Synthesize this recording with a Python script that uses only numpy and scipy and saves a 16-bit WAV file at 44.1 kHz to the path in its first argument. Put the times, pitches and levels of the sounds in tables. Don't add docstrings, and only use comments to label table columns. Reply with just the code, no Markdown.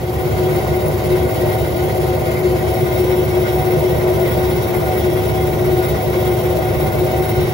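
import sys
import numpy as np
from scipy import signal
from scipy.fft import rfft, irfft, next_fast_len
from scipy.io import wavfile
from scipy.ndimage import uniform_filter1d

SR = 44100
rng = np.random.default_rng(int(sys.argv[2]) if len(sys.argv) > 2 else 0)


def master_out(mix):
    frames = np.transpose(np.atleast_2d(mix))
    ceiling = np.clip(frames, -1, 1)
    pcm = np.round(ceiling * 32767).astype(np.int16)
    wavfile.write(sys.argv[1], SR, pcm)


N = 332073
TIME = np.arange(N) / SR
FFT_SIZE = next_fast_len(N, real=True)
FREQ = np.maximum(np.arange(FFT_SIZE // 2 + 1) * SR / FFT_SIZE, 1)
SIDES = np.array([[1], [-1]])
BLADE_TURN_HZ, FEED_MOTOR_HZ, BELT_LAP_HZ = 16.486, 50.98, 1.527
BOOM_ORDER = 22
HIGH_SIDE_S, WARP_S, BELT_TUG_S = 0.024, 0.0097, 0.52

# time in seconds, nearness to the blade from 0 (far) to 1 (near).
MIC_NEARNESS = [(1.6, 0.5), (2.55, 0), (2.85, 1)]


def undb(db):
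    return 10 ** (np.asarray(db) / 20)


def over_time(table):
    seconds, values = np.transpose(table)
    return np.interp(TIME, seconds, values)


def over_frequency(table):
    hz, *columns = np.transpose(table)
    return [np.interp(np.log(FREQ), np.log(hz), column) for column in columns]


def colour(drive, response):
    return irfft(rfft(drive, FFT_SIZE) * response, FFT_SIZE)[..., :N] * np.sqrt(SR / 2)


def walk(rate_hz):
    hold = int(SR / rate_hz)
    steps = np.repeat(rng.standard_normal(1024), hold)[:N]
    smooth = uniform_filter1d(uniform_filter1d(steps, hold), hold)
    return smooth / smooth.std()


def stereo(pan_db, lead):
    gain = undb(SIDES * pan_db / 2)
    return gain / np.sqrt(np.mean(gain ** 2)) * np.exp(.5j * lead * SIDES)


def tone(hz, db, pan_db, lead, drift=0, neighbours=()):
    beats = sum(undb(side_db) * np.exp(2j * np.pi * offset_hz * (TIME - swell_s))
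                for offset_hz, side_db, swell_s in neighbours)
    phase = 2 * np.pi * (hz * TIME + rng.random()) + drift
    return np.sqrt(2) * np.real(stereo(pan_db, lead) * (undb(db) + beats) * np.exp(1j * phase))


def ringing(modes):
    response = np.zeros((2, len(FREQ)), complex)
    for hz, width, db, pan_db, lead in modes:
        near = abs(FREQ - hz) < 10 * width
        detune = hz / width * (FREQ[near] / hz - hz / FREQ[near])
        response[:, near] += undb(db) * stereo(pan_db, lead) / (1 + 1j * detune) ** 2
    return response


def rim_pressure(wobble_db, shake_db, uneven_db, warp_db=0., lag_s=0.):
    wobble = np.cos(2 * np.pi * BLADE_TURN_HZ * (TIME - lag_s - HIGH_SIDE_S))
    warp = np.cos(4 * np.pi * BLADE_TURN_HZ * (TIME - WARP_S))
    feed = 2 * np.pi * FEED_MOTOR_HZ * TIME
    shake = np.cos(feed) + .5 * np.cos(2 * feed)
    pressure = undb(wobble_db * wobble + warp_db * warp + shake_db * shake + uneven_db * walk(45))
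    return pressure / np.sqrt(np.mean(pressure ** 2))


def grit(per_second, scatter_db):
    strikes = (rng.random(N) < per_second / SR) * rng.standard_normal(N)
    strikes *= undb(scatter_db * rng.standard_normal(N))
    return strikes / strikes.std()


def rasp(forces, per_second, scatter_db, crossovers_hz=(850, 2600, 7500)):
    spectrum = rfft(grit(per_second, scatter_db), FFT_SIZE)
    band = np.searchsorted(crossovers_hz, FREQ)
    return sum(irfft(spectrum * (band == k), FFT_SIZE)[:N] * force for k, force in enumerate(forces))


def motor_hum(entry_db, waver_db=0.4):
    # pitch in Hz, level in dB, left minus right in dB, left lead in radians.
    hum_tones = [(94.36, -43, 1, 0.1), (101.96, -29, 0, 0), (119.97, -29, -2.2, 0), (133.18, -37, -4, -0.4),
                 (142.16, -37.5, -5, -0.4), (147.73, -33.5, -5.3, -0.4), (152.94, -30.5, -6, -0.4),
                 (169.92, -42, -5.4, -0.6), (203.92, -38, -1.3, -0.2), (239.94, -40.5, 0.6, -0.1),
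                 (254.2, -42.5, 3, 1.5), (305, -45, -7, -1), (511.1, -39.5, -2, -0.5), (613.7, -40, 3, 1.3)]
    return sum(tone(hz, db + entry_db + waver_db * walk(8.6), pan_db, lead)
               for hz, db, pan_db, lead in hum_tones)


def cabinet_drone():
    # offset from the drone in Hz, level in dB, first swell in seconds.
    frame_tones = [(-4.698, -41, 0.161), (-2.141, -42, 0.22), (3.42, -41, 0.089), (5.544, -38, 0.173),
                   (7.437, -40.5, 0.037), (10.276, -41.5, 0.074)]
    return tone(hz=72.14, db=-29.5, pan_db=0, lead=0, drift=0.18 * walk(9), neighbours=frame_tones)


def hood_boom(entry_db, trim_db=-0.6, tug_db=1.57, wobble_db=2.0, uneven_db=0.5, lag_s=0.012):
    # time in seconds, level in dB.
    surges = [(0.0, -24.5), (0.32, -22.0), (0.48, -19), (0.64, -26.5), (0.8, -21.5), (0.88, -23),
              (1.28, -21.0), (1.36, -30), (1.44, -19.5), (1.76, -28.5), (1.84, -18), (1.92, -34),
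              (2.0, -16.5), (2.24, -28.5), (2.4, -20.0), (2.72, -21.5), (2.96, -18), (3.12, -15.5),
              (3.2, -21.5), (3.44, -16), (3.52, -22), (3.6, -18.5), (3.77, -20.5), (4.01, -19.5),
              (4.09, -16), (4.25, -19.5), (4.41, -25.5), (4.49, -17.5), (4.57, -23.5), (4.73, -18.5),
              (4.81, -22.5), (5.05, -20.5), (5.13, -23.0), (5.21, -17), (5.29, -32), (5.37, -17),
              (5.53, -24), (5.61, -16.5), (5.85, -23.0), (5.93, -21.5), (6.01, -31), (6.17, -18),
              (6.25, -16), (6.41, -23.5), (6.65, -20), (6.97, -29), (7.05, -17.5), (7.13, -32),
              (7.21, -17.5), (7.29, -33.5), (7.45, -10.5), (7.53, -38)]
    # offset from the boom in Hz, level against it in dB, first swell in seconds.
    overtones = [(-5.76, -9, 0.068), (5.52, -15, 0.089), (10.71, -12, 0.024)]
    lap = 2 * np.pi * BELT_LAP_HZ * (TIME - BELT_TUG_S)
    turn = 2 * np.pi * BLADE_TURN_HZ * (TIME - HIGH_SIDE_S - lag_s)
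    swell_db = tug_db * (np.cos(lap) + np.cos(2 * lap)) + wobble_db * np.cos(turn) + uneven_db * walk(27)
    boom = tone(BOOM_ORDER * BLADE_TURN_HZ, db=0, pan_db=4.5, lead=0.24,
                drift=0.13 * walk(22), neighbours=overtones)
    return boom * undb(entry_db + trim_db + over_time(surges) + swell_db)


def shaking(bump_share=0.14):
    turn_samples = round(SR / BLADE_TURN_HZ)
    harmonics = rfft(rng.standard_normal(turn_samples))
    harmonics[BOOM_ORDER] = 0
    bumps = np.resize(irfft(harmonics, turn_samples), N)
    force = np.sqrt(bump_share) * bumps + np.sqrt(1 - bump_share) * grit(per_second=9000, scatter_db=1.0)
    return force * rim_pressure(wobble_db=0.5, shake_db=-0.4, uneven_db=-0.5)


def panel_rumble(rumble_db, small_from_hz=480):
    # resonance in Hz, width in Hz, level in dB, left minus right in dB, left lead in radians.
    panel_modes = [(70, 25, -54, -2, 0.13), (104.3, 32, -46.5, 2, 0.72), (135.8, 44, -46.5, -8, -0.78),
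                   (344.4, 23.7, -41, 7.5, 0.59), (370.8, 26.3, -45.5, 1, -1.3), (398, 5.8, -45.5, 3, 0.14),
                   (447, 6.9, -47, -18, 1.8), (516, 85, -48, -2, 0.92), (615, 20.5, -43, 4, 1.52),
                   (653.7, 27, -44.5, 10, 0.78), (749.7, 30.5, -49, -2, 0.2), (830, 170, -62, -7, -0.11),
                   (934, 13, -53, -4.5, 1.43), (968.6, 25, -57.5, 13, -0.22), (1015, 9.7, -51.5, 5, 2.2)]
    # time in seconds, level of the small panels against the large in dB.
    small_panel_levels = [(0, 0.5), (0.7, 2), (0.8, 0.5), (0.95, -2.5), (1.15, 0), (1.35, 1.5), (1.52, 3.5),
                          (1.65, -2), (1.9, 2.5), (2.4, 0), (2.8, 0.5), (3.4, -0.5), (3.95, 2), (4.6, -0.5),
                          (5.2, -0.5), (5.9, 0), (6.55, 2), (6.9, -0.5), (7.15, 2), (7.53, -4)]
    swell = undb(over_time(small_panel_levels))
    rumble = np.zeros((2, N))
    for modes in (panel_modes[0::2], panel_modes[1::2]):
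        force = shaking() * undb(rumble_db)
        rumble += colour(force, ringing(mode for mode in modes if mode[0] < small_from_hz))
        rumble += colour(force * swell, ringing(mode for mode in modes if mode[0] >= small_from_hz))
    return rumble


def singing_panel(trim_db=-0.5):
    # time in seconds, level in dB.
    levels = [(0.0, -39), (0.17, -33), (1.42, -35), (1.74, -33), (1.8, -56), (1.84, -31.5), (3.48, -34),
              (3.63, -25), (3.75, -39), (4.86, -33.5), (4.91, -22), (4.99, -38), (5.49, -27), (5.6, -40),
              (5.81, -26), (5.93, -45), (6.0, -26), (6.17, -40), (6.21, -29), (6.42, -34), (6.69, -24),
              (6.8, -38), (6.86, -26), (7.0, -37), (7.17, -26.5), (7.53, -33)]
    return tone(hz=750.0, db=over_time(levels) + trim_db, pan_db=2.0, lead=0.15, drift=1.6 * walk(26))


def chips(decay_s=0.009, trim_db=-16):
    # start in seconds, level in dB.
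    breaks = [(3.284, -20), (5.2789, -21), (5.6575, -20)]
    envelope = np.zeros(N)
    for start_s, db in breaks:
        start = int(start_s * SR)
        age = TIME[:N - start]
        envelope[start:] += undb(db + trim_db) * np.exp(-np.minimum(age / decay_s, 20))
    highpass = signal.butter(2, 9000, "high", fs=SR, output="sos")
    return signal.sosfilt(highpass, envelope * rng.standard_normal((2, N)))


def spray_wash(forces, ripple_db=5.0, ripple_from_hz=3000):
    # frequency in Hz, level in dB.
    wash_spectrum = [(30, -78), (48, -63.5), (70, -54), (150, -49), (280, -57), (420, -49.5), (600, -57.5),
                     (700, -60.5), (850, -59.5), (1100, -63), (1700, -73), (2500, -72.5), (4600, -77.5),
                     (7000, -84), (8200, -82), (9500, -87.5), (11500, -75.5), (13100, -85), (14000, -80),
                     (15800, -78)]
    # frequency in Hz, likeness from 0 to 1, left lead in radians.
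    stereo_image = [(60, .99, 0), (170, .97, -0.4), (265, 0.7, 0.6), (370, 0.85, 0.3), (640, 0.35, 0.9),
                    (1000, 0.32, 0), (2830, 0.25, 0.4), (7000, 0.55, 0), (8000, .5, -1.3),
                    (9000, .75, -3.1), (10700, 0.9, -6.2), (12200, .75, -6.6), (13100, .75, -9.4),
                    (14700, .95, -12.4)]
    wash_db, = over_frequency(wash_spectrum)
    likeness, lead = over_frequency(stereo_image)
    mid_drive, side_drive = (rasp(forces, per_second=36000, scatter_db=1.6) for _ in range(2))
    ripple = np.interp(FREQ, np.linspace(0, SR / 2, 400), rng.standard_normal(400))
    treble = FREQ ** 2 / (FREQ ** 2 + ripple_from_hz ** 2)
    response = undb(wash_db + ripple_db * ripple * treble) * np.exp(.5j * lead * SIDES)
    mid = colour(mid_drive, response * np.sqrt((1 + likeness) / 2))
    side = colour(side_drive, response * np.sqrt((1 - likeness) / 2))
    return mid + SIDES * side


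def blade_ring(forces, shift_db=1.36, whine_hz=3345):
    # resonance in Hz, width in Hz, level in dB, left minus right in dB, left lead in radians.
    blade_modes = [(1303, 71, -74.5, 16, 1.5), (1447, 64, -57.5, 2, 2.5), (1556, 110, -64.5, -3.5, 4),
                   (1912, 97, -61.5, -0.5, -1.4), (2081, 100, -60.5, 0.5, -1), (2208, 98, -60.5, -2, 1.9),
                   (2352, 120, -69, -2, -2.5), (2462, 160, -71, 11, 2.5), (2617, 29, -66, 13, 4.5),
                   (2825, 77, -67.5, -2, -2.5), (3004, 21, -63, 10, 2), (3087, 38, -69.5, 4, 1.5),
                   (3237, 73, -77, 8, -1.5), (3337, 28, -62.5, 9, 1), (3430, 129, -79, 10, 3.5),
                   (3620, 160, -75.5, 0, -0.5), (3740, 70, -66.5, -4, 0.5), (3850, 36, -65.5, 1, -1.5),
                   (4050, 74, -75, 0, 1.5), (4205, 42, -71, 2, -0.7), (4405, 51, -72, 1, -1.7),
                   (4600, 110, -77, 6, -3.4), (4845, 33, -70, -2, -4.8), (5009, 130, -86, 0, 1.5),
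                   (5162, 59, -73, -3, 0), (5380, 93, -82, -5, 0), (5520, 71, -71.5, -2, 1.0),
                   (5640, 110, -74, -2, 1.5), (5862, 29, -71.5, -1, 0.7), (6000, 28, -74.5, -2, -1.0),
                   (6372, 38, -87, -1, 1), (7450, 130, -79, 0, 1.5), (10210, 420, -73.5, 2, 2.3),
                   (10620, 180, -71, -2, 0.5), (11010, 220, -69, 0, 1), (13830, 140, -76, 0, -10),
                   (14053, 170, -61, 0, -2.5), (14252, 150, -70, 0, -0.5), (14760, 170, -76, 0, -7),
                   (15130, 170, -73, 0, -11), (15670, 130, -60, 0, 1)]
    # time in seconds, gain in dB.
    ring_levels = [(0, -1), (0.9, 0), (1.7, 0.5), (2.5, 1.6), (3.1, 1.1), (4.0, 0.5), (4.8, 0.8),
                   (5.4, 0.6), (6.4, -0.5), (7.0, 0), (7.53, 1.2)]
    # time in seconds, level of the whine against the other resonances in dB.
    whine_levels = [(0, 6), (0.8, -5), (1.5, 4), (2.5, -1), (3.4, 1), (4.1, 1), (4.6, 2), (5.3, 2),
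                    (5.9, 0), (6.4, 4.5), (6.85, -1), (7.53, -4)]
    whine_modes = [mode for mode in blade_modes if abs(mode[0] - whine_hz) < mode[1] / 2]
    families = [[mode for mode in blade_modes[k::3] if mode not in whine_modes] for k in range(3)]
    drives = [rasp(forces, per_second=32000, scatter_db=1.4) * undb(shift_db * walk(24)) for _ in families]
    ring = sum(colour(drive, ringing(modes)) for drive, modes in zip(drives, families))
    whine = colour(drives[0] * undb(over_time(whine_levels)), ringing(whine_modes))
    return (ring + whine) * undb(over_time(ring_levels))


def hard_spots(rest_db=-0.2, half_width_s=0.018):
    # time in seconds, rise in dB.
    spots = [(1.505, 2), (2.285, 3.5), (2.355, 3.5), (2.92, 1.5), (3.14, 2.5), (3.47, 1.5), (4.745, 5.5),
             (5.03, 0), (7.08, 4), (7.4, 1)]
    surge_db = sum(db * np.exp(-((TIME - at_s) / half_width_s) ** 2) for at_s, db in spots)
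    return undb(rest_db + surge_db)


def grinding(rumble_db, bite_db, hiss_db):
    # frequency in Hz, gain in dB.
    far_colour = [(1500, 1), (3100, 1), (3600, -2), (4400, 3), (5100, 3), (5700, -4.5), (6700, 6.5),
                  (7900, -1), (9800, 6.5), (11000, -0.5), (12400, 2.5), (13700, 1), (14800, 2), (15700, -5)]
    scrape = rim_pressure(wobble_db=1.0, shake_db=0.9, uneven_db=1.0, warp_db=0.5, lag_s=-0.011)
    sizzle = rim_pressure(wobble_db=1.2, shake_db=0.2, uneven_db=0.74, warp_db=0.3, lag_s=-0.0018)
    hiss = rim_pressure(wobble_db=1.6, shake_db=0.45, uneven_db=1.0, warp_db=1.0, lag_s=-0.0013)
    bite = undb(bite_db)
    forces = [undb(rumble_db), bite * hard_spots() * scrape, bite * sizzle, undb(hiss_db) * hiss]
    close = spray_wash(forces) + blade_ring(forces)
    far_db, = over_frequency(far_colour)
    distant = colour(close, undb(far_db) / np.sqrt(SR / 2))
    nearness = over_time(MIC_NEARNESS)
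    return nearness * close + (1 - nearness) * distant


def scene(start_db=-3.5, fade_s=0.35, hardness_db=0.03, far_bite_db=-2, far_hiss_db=-3):
    # time in seconds, gain in dB.
    rock_load = [(0, -0.5), (1.4, 0.5), (2.2, -1), (3.0, 0.3), (4.0, 1), (5.0, 1.3), (6.1, 0), (6.6, 0.5),
                 (7.53, 0.5)]
    entry_db = start_db * np.clip(1 - TIME / fade_s, 0, 1)
    farness = 1 - over_time(MIC_NEARNESS)
    rumble_db = entry_db + over_time(rock_load)
    bite_db = entry_db + hardness_db * walk(13) + far_bite_db * farness
    hiss_db = entry_db + hardness_db * walk(17) + far_hiss_db * farness
    machine = motor_hum(entry_db) + hood_boom(entry_db) + cabinet_drone()
    panels = panel_rumble(rumble_db) + singing_panel()
    return machine + panels + grinding(rumble_db, bite_db, hiss_db) + chips()


def record(dry, ceiling=0.75, top_hz=15740):
    rounded = dry / (1 + (dry / ceiling) ** 6) ** (1 / 6)
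    lowpass = signal.ellip(12, .1, 80, top_hz, fs=SR, output="sos")
    return signal.sosfilt(lowpass, rounded)


dry = scene()
out = record(dry)
master_out(out)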